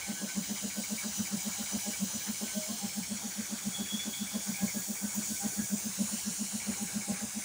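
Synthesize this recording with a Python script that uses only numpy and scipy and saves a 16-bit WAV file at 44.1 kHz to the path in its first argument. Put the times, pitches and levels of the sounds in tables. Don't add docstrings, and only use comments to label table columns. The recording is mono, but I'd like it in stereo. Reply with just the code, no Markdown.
import sys
import numpy as np
from scipy import signal
from scipy.fft import rfft, irfft
from scipy.io import wavfile
from scipy.ndimage import map_coordinates

SR = 44100
rng = np.random.default_rng(int(sys.argv[2]) if len(sys.argv) > 2 else 0)


def put_to_file(sound):
    columns = np.atleast_2d(sound).T
    safe = np.clip(columns, -1, 1)
    whole_steps = np.round(safe * 32767)
    wavfile.write(sys.argv[1], SR, whole_steps.astype(np.int16))


N = 328104
TIME = np.arange(N) / SR
HZ = np.maximum(np.arange(N // 2 + 1) * SR / N, 1)

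# discharge valve/dB, intake whoop peak/dB, rasp/dB, guard shake/dB
TURNS = [(-44, -31, -52, -53), (-53, -31.5, -48, -61), (-44, -27, -51, -61), (-49, -30.5, -53, -66),
         (-46, -31.5, -50, -68), (-45, -31, -48, -64), (-46, -30, -51, -62), (-43, -32.5, -52, -63),
         (-53, -27.5, -57, -64), (-44, -27.5, -51, -56), (-49, -31, -54, -62), (-49, -33.5, -54, -54),
         (-47, -29, -50, -66), (-47, -32, -48, -53), (-47, -26, -52, -62), (-51, -34, -55, -66),
         (-51, -30, -54, -64), (-48, -32, -48, -58), (-48, -29, -51, -60), (-47, -33, -52, -60),
         (-55, -30.5, -55, -52), (-48, -30, -56, -59), (-48, -30.5, -55, -71), (-48, -33.5, -58, -54),
         (-50, -30.5, -55, -62), (-51, -31.5, -54, -66), (-50, -28.5, -56, -60), (-49, -30, -51, -58),
         (-51, -29.5, -57, -68), (-47, -32, -51, -62), (-49, -30.5, -59, -61), (-47, -28.5, -49, -61),
         (-50, -29.5, -58, -61), (-42, -24, -46, -53), (-44, -30.5, -51, -74), (-51, -31, -52, -61),
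         (-48, -28.5, -54, -61), (-48, -28.5, -55, -67), (-47, -32.5, -55, -69), (-48, -28, -50, -46),
         (-52, -27.5, -55, -60), (-53, -25, -52, -71), (-51, -31, -58, -72), (-54, -24.5, -50, -67),
         (-53, -31.5, -57, -66), (-50, -29.5, -56, -73), (-53, -29.5, -58, -74), (-50, -31, -63, -69),
         (-45, -28, -50, -61), (-48, -30.5, -57, -53), (-49, -28, -53, -64), (-47, -27.5, -46, -52),
         (-48, -32, -54, -58), (-51, -32, -57, -62), (-47, -30, -53, -62)]
FIRST_VALVE_S, TURN_S = .009, .13722
VALVE_S = FIRST_VALVE_S + TURN_S * np.arange(len(TURNS))


def from_db(db):
    return 10 ** (np.asarray(db) / 20)


def rms_one(x):
    return x / np.sqrt(np.mean(x ** 2) + 1e-20)


def in_time(rows):
    t_s, *columns = np.transpose(rows)
    return [np.interp(TIME, t_s, c) for c in columns]


def at_hz(rows, hz):
    f_hz, *columns = np.transpose(rows)
    return [np.interp(np.log(hz), np.log(f_hz), c) for c in columns]


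def drift(rate_hz):
    r = np.exp(-80 * np.pi * rate_hz / SR)
    noise = rng.standard_normal(N // 40 + 2002)
    slow = signal.lfilter([1], [1, -2 * r, r * r], noise)[2000:]
    return np.interp(np.arange(N) / 40, np.arange(len(slow)), rms_one(slow))


def resonance(x, hz, width_hz):
    r = np.exp(-np.pi * width_hz / SR)
    poles = [1, -2 * r * np.cos(2 * np.pi * hz / SR), r * r]
    return signal.lfilter(np.array([1, 0, -1]) * (1 - r * r) / 2, poles, x)


def narrow_noise(hz, width_hz):
    once = resonance(rng.standard_normal(N), hz, width_hz)
    return rms_one(resonance(once, hz, width_hz))


def wavering(hz, wobble_hz, flutter_db, rate_hz):
    phase = 2 * np.pi * np.cumsum(hz + wobble_hz * drift(rate_hz)) / SR
    return np.sqrt(2) * from_db(flutter_db * drift(rate_hz)) * np.sin(phase)


def swells(rows, width_s):
    coarse_s = TIME[::40]
    bells = [from_db(db) * np.exp(-.5 * ((coarse_s - t) / width_s) ** 2) for t, db in rows]
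    return np.interp(TIME, coarse_s, sum(bells))


def later(x, ms):
    return map_coordinates(x, [np.arange(N) - ms * SR / 1000], order=3, mode="wrap")


def per_stroke(times_s, levels_db, shape):
    handover_s = (times_s[1:] + times_s[:-1]) / 2 + .014
    stroke = np.searchsorted(handover_s, TIME)
    t_s, shape_db = np.transpose(shape)[:2]
    envelope_db = np.interp(TIME - times_s[stroke], t_s, shape_db, -90, -90)
    return from_db(levels_db[stroke] + envelope_db), stroke


def bands(edges_hz, spectrum, patchy_db, shared):
    white = (rfft(rng.standard_normal((3, N))) * spectrum).astype(np.complex64)
    together = drift(5.8)
    for centre, above in zip(edges_hz, edges_hz[1:]):
        share = np.clip(1 - abs(np.log(HZ / centre)) / np.log(above / centre), 0, 1) ** .5
        flicker_db = patchy_db * (shared * together + drift(14))
        yield centre, flicker_db, irfft(white * share.astype(np.float32), N)


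def yard():
    # f/Hz, density/dB (relative), L-R/dB, left-right likeness (0-1)
    floor_rows = [(30, -24, 3.5, .55), (60, -8.5, 1, 0.72), (130, -5.5, -1, 0.8), (257, -6, 4.5, 0.26),
                  (365, -9, 0, 0.6), (770, -7, 5, 0.24), (1050, -9.5, 6, 0.16), (1290, -11.5, 16, 0.13),
                  (1530, -5.5, 5.5, 0.066), (1810, -10, 1, .15), (2200, -8.5, 6, 0.11),
                  (2970, -19, -6, 0.21), (3950, -47, -5, .15)]
    rms_db = -48
    spectrum = from_db(at_hz(floor_rows, HZ)[0]) * (HZ > 20) * (HZ < 5000)
    out = np.zeros((2, N))
    for hz, flicker_db, (both, left, right) in bands(
            np.geomspace(25, 6000, 17), spectrum, patchy_db=3.0, shared=0.31):
        pan_db, alike = at_hz(floor_rows, hz)[1:]
        alike = np.clip(alike, 0, 1)
        common = np.array([np.roll(both, 38), both])
        mix = np.sqrt(alike) * common + np.sqrt(1 - alike) * np.array([left, right])
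        out += from_db(flicker_db) * from_db(pan_db * np.array([[.5], [-.5]])) * mix
    return from_db(rms_db) * rms_one(out)


def high_swells():
    # t/s, peak of the rms envelope/dB, L-R/dB
    swell_rows = [(.401, -50, -3.5), (.555, -52, -5.5), (.846, -48, -6), (1.433, -46, -6),
                  (3.697, -52, -3.5), (4.101, -51, -3), (4.554, -51, -3), (4.808, -52, -8),
                  (4.968, -47, -12), (5.162, -40, -9.5), (5.526, -50, -3), (6.246, -50, -.5),
                  (6.833, -45, 7), (7.135, -51, -4.5)]
    width_s = .011
    t_s, level_db, pan_db = np.transpose(swell_rows)
    left, right = (swells(zip(t_s, level_db + side * pan_db), width_s) for side in (.5, -.5))
    return np.array([left * narrow_noise(14800, 900), right * narrow_noise(15200, 900)])


def zone_blend(hz, zones_hz, curves):
    weights = [np.interp(np.log(hz), np.log(zones_hz), row) for row in np.eye(len(zones_hz))]
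    return sum(w * c for w, c in zip(weights, curves))


def jet():
    # t/s, middle hiss level/dB, low, bright and top hiss above it/dB
    moves = [(0, -45, -6, -4.5, -11), (.6, -43, -8, -6, -9.5), (1.2, -42, -8, -6, -10.5),
             (2.5, -42.5, -7, -4.5, -9.5), (3.25, -44.5, -7.5, -4.5, -10.5), (4.3, -44, -8, -5, -8.5),
             (4.74, -41, -12, -6, -9), (4.9, -43.5, -11, -3.5, -7), (5.08, -42, -12, -4.5, -11),
             (5.37, -40, -12, -5, -9), (5.53, -42.5, -12, -1.5, -9), (5.8, -41.5, -11, -6, -8),
             (6, -43, -9, -1, -10), (6.13, -41.5, -8, -2, -10.5), (6.27, -40.5, -11, -6, -13),
             (6.46, -42.5, -9, -2.5, -12.5), (7.1, -44, -9, -2.5, -12.5), (7.44, -45, -8, -1.5, -13)]
    level_zones_hz = [4200, 6700, 10000, 15000]
    # f/Hz, density/dB (relative)
    colour = [(1530, -47), (2600, -13), (3050, -9.5), (3500, -10.5), (4250, -8.3), (5340, -6.5), (5890, -3),
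              (6860, 0), (7980, -4.5), (9150, -4.5), (13200, -20), (13600, -20), (14500, -12), (15100, -3),
              (15900, -17)]
    # t/s, lag/ms
    left_lag = [(0, .95), (.75, 1.02), (2, 1.0), (2.8, .95), (3.3, .88), (5.6, .88), (6.15, .7), (6.6, .71),
                (7.44, .82)]
    # t/s, then L-R/dB in each of the side zones
    sides = [(0.0, 2.0, 6.5, -0.5, 2.0, 2.0, 2.5, -1.0), (1.16, -0.5, 2.5, 2.0, -2.0, 2.5, 0.0, -5.0),
             (4.23, 4.5, 7.5, 1.0, 7.5, 1.0, 2.5, -0.5), (4.91, 1.0, 3.0, 1.0, 3.5, -0.5, 1.5, -8.0),
             (5.64, 1.5, 3.5, 2.5, 5.0, 2.5, 0.5, 0.5), (5.74, 1.5, 7.0, -3.0, 5.0, -1.5, 2.0, -8.5),
             (5.88, 1.0, 3.5, 0.5, 0.5, 2.5, 1.5, 0.5), (6.65, 4.0, 2.0, 0.5, -1.5, -5.0, 1.5, 1.0),
             (6.98, 2.5, 0.5, -0.5, 2.0, -4.5, 2.5, 1.0), (7.44, 3.0, 1.0, -1.0, -0.5, -6.0, 1.5, -5.5)]
    side_zones_hz = [2900, 3700, 4500, 5500, 7000, 9300, 15000]
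    # f/Hz, likeness (0-1)
    likeness = [(2800, .72), (3600, .62), (4800, .44), (15000, .41)]
    # t/s, f/Hz, level/dB
    flare_rows = [(1.16, 5960, -44), (1.7, 6050, -48), (2.18, 5970, -46), (3.2, 5900, -52),
                  (3.42, 5990, -51), (6.2, 6240, -43)]
    hiss_rms_db, tone_floor_db, flare_s = -36, -69, .06

    middle, low, bright, top = in_time(moves)
    levels_db = (middle + low, middle, middle + bright, middle + top)
    swings_db = [db - db.mean() for db in levels_db]
    pans_db, lag_ms = in_time(sides), in_time(left_lag)[0]
    spectrum = from_db(at_hz(colour, HZ)[0])
    shared, own = np.zeros((2, N)), np.zeros((2, N))
    for hz, flicker_db, (both, left, right) in bands(
            np.geomspace(2200, 19000, 19), spectrum, patchy_db=1.3, shared=.1):
        level_db = flicker_db + zone_blend(hz, level_zones_hz, swings_db)
        pan_db = zone_blend(hz, side_zones_hz, pans_db)
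        gain = from_db(level_db + pan_db * [[.5], [-.5]])
        alike = np.clip(at_hz(likeness, hz)[0], 0, 1)
        shared = shared + np.sqrt(alike) * gain * both
        own = own + np.sqrt(1 - alike) * gain * [left, right]
    shared[0] = later(shared[0], lag_ms)
    hiss = from_db(hiss_rms_db) * rms_one(shared + own)

    flares = from_db(tone_floor_db) + swells(np.array(flare_rows)[:, ::2], flare_s)
    tone = flares * wavering(in_time(flare_rows)[0], wobble_hz=35, flutter_db=4.5, rate_hz=20)
    return hiss + [later(tone, lag_ms), tone]


def during(rows):
    return (TIME > rows[0][0]) & (TIME < rows[-1][0])


def thin_tones():
    # t/s, level/dB
    lower_swells = [(.19, -44), (.3, -42), (.76, -54), (1.95, -49), (2.47, -49), (2.52, -50), (2.57, -48),
                    (2.65, -54), (4.12, -55), (4.48, -52), (5.06, -48), (5.2, -55), (5.51, -50),
                    (7.43, -52)]
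    # t/s, level/dB
    upper_swells = [(.2, -48), (1.03, -55), (1.9, -57), (2.24, -47), (4.62, -51), (4.78, -46), (5.2, -55),
                    (5.62, -47), (6.63, -53), (6.9, -50)]
    # t/s, f/Hz, level/dB
    whistle_rows = [(3.72, 3340, -59), (3.75, 3360, -40), (3.88, 3375, -54), (3.93, 3360, -40),
                    (4.04, 3430, -44), (4.08, 3370, -52), (4.16, 3340, -43), (4.24, 3380, -49),
                    (4.46, 3400, -57)]
    # t/s, f/Hz, level/dB
    hoot_rows = [(2.53, 570, -58), (2.56, 620, -42), (2.6, 625, -41), (2.66, 625, -48), (2.73, 700, -46),
                 (2.79, 710, -60)]
    hum_floor_db, hum_waver_db, hum_swell_s = -65, 5, .022

    lower, upper = (from_db(hum_floor_db + hum_waver_db * drift(6)) + swells(rows, hum_swell_s)
                    for rows in (lower_swells, upper_swells))
    hum = lower * wavering(1527, wobble_hz=7, flutter_db=2, rate_hz=20)
    hum = hum + upper * narrow_noise(1655, width_hz=40)

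    whistle_hz, whistle_db = in_time(whistle_rows)
    line = wavering(whistle_hz, wobble_hz=22, flutter_db=4.5, rate_hz=47)
    side_noise = from_db(3 * drift(15) - 4) * narrow_noise(3490, width_hz=60)
    whistle = from_db(whistle_db) * (line + side_noise)

    hoot_hz, hoot_db = in_time(hoot_rows)
    hoot = from_db(hoot_db) * wavering(hoot_hz, wobble_hz=3, flutter_db=1.2, rate_hz=16.5)
    return hum + during(whistle_rows) * whistle + during(hoot_rows) * hoot


def valve():
    # t after opening/s, level/dB (relative)
    bounces = [(0, 1), (.01, 1), (.019, -3), (.03, -4), (.042, -8), (.06, -10)]
    # f/Hz, level/dB (relative), t60/s
    modes = [(1930, -8, .07), (2090, -6, .07), (2180, -2, .07), (2228, -1, .09), (2295, -1, .09),
             (2345, -3, .07), (2445, -6, .07), (2530, -9, .06)]
    time_spread_s, level_spread_db = 0.0019, 3.7

    turn_db = np.transpose(TURNS)[0]
    after_s, bounce_db = np.transpose(bounces)
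    chance = rng.standard_normal((len(VALVE_S), len(after_s), 1 + len(modes)))
    hit_s = VALVE_S[:, None] + after_s + time_spread_s * chance[..., 0]
    at = np.clip((hit_s * SR).astype(int), 0, N - 1)
    out = np.zeros(N)
    for k, (hz, mode_db, t60_s) in enumerate(modes):
        clicks = np.full(N, 1e-18)
        clicks[at] = from_db(turn_db[:, None] + bounce_db + mode_db + level_spread_db * chance[..., k + 1])
        r, w = from_db(-60 / (t60_s * SR)), 2 * np.pi * hz / SR
        ring = signal.lfilter([0, np.sin(w)], [1, -2 * r * np.cos(w), r * r], clicks)
        out += ring * (-1) ** k
    return out


def intake():
    # t from peak/s, level/dB (relative), pitch ratio
    whoop_shape = [(-.042, -36, .95), (-.032, -20, .93), (-.018, -12, .94), (-.006, -2, .98), (0, 0, 1.01),
                   (.007, -2, 1.04), (.013, -11, 1.07), (.018, -36, 1.08)]
    # t from peak/s, level/dB (relative)
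    after_shape = [(.012, -30), (.018, -6), (.025, 2), (.036, -1.5), (.05, -9), (.066, -24)]
    # t from peak/s, level/dB (relative)
    gulp_shape = [(-.038, -45), (-.026, -1), (-.01, 1), (.015, -1), (.03, -9.5), (.05, -11.5), (.07, -30)]
    # f/Hz, width/Hz, level/dB (relative)
    housing_modes = [(295, 22, -3), (390, 25, -4), (460, 50, -6), (520, 50, -6), (640, 50, -8),
                     (710, 45, -9), (1060, 50, -12)]
    usual_whoop_db, whoop_after_valve_s = -30, .097
    later_s_per_db, lower_hz_per_db = .0012, 1.5
    whoop_hz, creep_hz_per_s, whoop_spread_hz = 208.5, .8, 2
    after_below_db, after_spread_db = 15, 3.5
    push_usual_db, push_db_per_db, push_spread_db = -56, 1.1, 4
    guard_hz, guard_width_hz, guard_ahead_s = 807, 12.7, 0.034

    whoop_db, rasp_db, guard_db = np.transpose(TURNS)[1:]
    effort_db = whoop_db - usual_whoop_db
    peak_s = VALVE_S + whoop_after_valve_s + later_s_per_db * effort_db
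    chance = rng.standard_normal((len(peak_s), 4 + len(housing_modes)))

    hz = whoop_hz + creep_hz_per_s * peak_s - lower_hz_per_db * effort_db + whoop_spread_hz * chance[:, 1]
    gain, stroke = per_stroke(peak_s, whoop_db, whoop_shape)
    ratio = np.interp(TIME - peak_s[stroke], *np.transpose(whoop_shape)[::2])
    phase = 2 * np.pi * np.cumsum(hz[stroke] * ratio) / SR
    whoop = gain * (np.sin(phase) + from_db(-24) * np.sin(2 * phase))

    after_hz = hz * (.93 + 0.0483 * chance[:, 0])
    after_db = whoop_db - after_below_db + after_spread_db * chance[:, 2]
    after_phase = 2 * np.pi * np.cumsum(after_hz[stroke]) / SR
    after = per_stroke(peak_s, after_db, after_shape)[0] * np.sin(after_phase)

    housing = sum(from_db(db + 2.76 * spread[stroke]) * narrow_noise(f, width)
                  for (f, width, db), spread in zip(housing_modes, chance.T[4:]))
    pipe_overtone = wavering(582, wobble_hz=14, flutter_db=2, rate_hz=25)
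    rasp = per_stroke(peak_s, rasp_db, gulp_shape)[0] * (housing + pipe_overtone)

    shake_gain = per_stroke(peak_s - guard_ahead_s, guard_db, gulp_shape)[0]
    shake = shake_gain * wavering(guard_hz, wobble_hz=8, flutter_db=2, rate_hz=20)
    guard = from_db(8.0) * resonance(shake, guard_hz, guard_width_hz)

    push_db = push_usual_db + push_db_per_db * effort_db + push_spread_db * chance[:, 3]
    push = per_stroke(peak_s + 0.011, push_db, gulp_shape)[0] * narrow_noise(108, width_hz=102)
    return whoop + after + rasp + guard + push


def placed(x, echo_db):
    # f/Hz, L-R/dB
    shadow = [(60, 9.5), (150, 1), (300, -0.5), (420, 12), (600, 16.5), (800, 15.5), (1500, 21), (2300, 3),
              (3400, 11)]
    left_lag_ms, t60_s = 0.902, 0.22
    right = irfft(rfft(x) * from_db(-at_hz(shadow, HZ)[0]), N)
    direct = np.array([later(x, left_lag_ms), right])
    t_s = TIME[:SR // 2]
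    tail = rng.standard_normal((2, len(t_s))) * from_db(-60 * t_s / t60_s) * (t_s > .006)
    tail = from_db(echo_db) * tail / np.sqrt(np.sum(tail ** 2, axis=1, keepdims=True))
    return direct + signal.fftconvolve(direct, tail, axes=1)[:, :N]


def scene():
    bass = placed(from_db(4.0) * intake(), echo_db=-26)
    metal = placed(from_db(.4) * valve() + thin_tones(), echo_db=-10.5)
    return bass + metal + jet() + high_swells() + yard()


def record(dry):
    low_cut_hz, top_cut_hz = 42, 15740
    dry = signal.sosfilt(signal.butter(2, low_cut_hz, "high", fs=SR, output="sos"), dry)
    return signal.sosfilt(signal.ellip(16, .5, 60, top_cut_hz, fs=SR, output="sos"), dry)


dry = scene()
out = record(dry)
put_to_file(out)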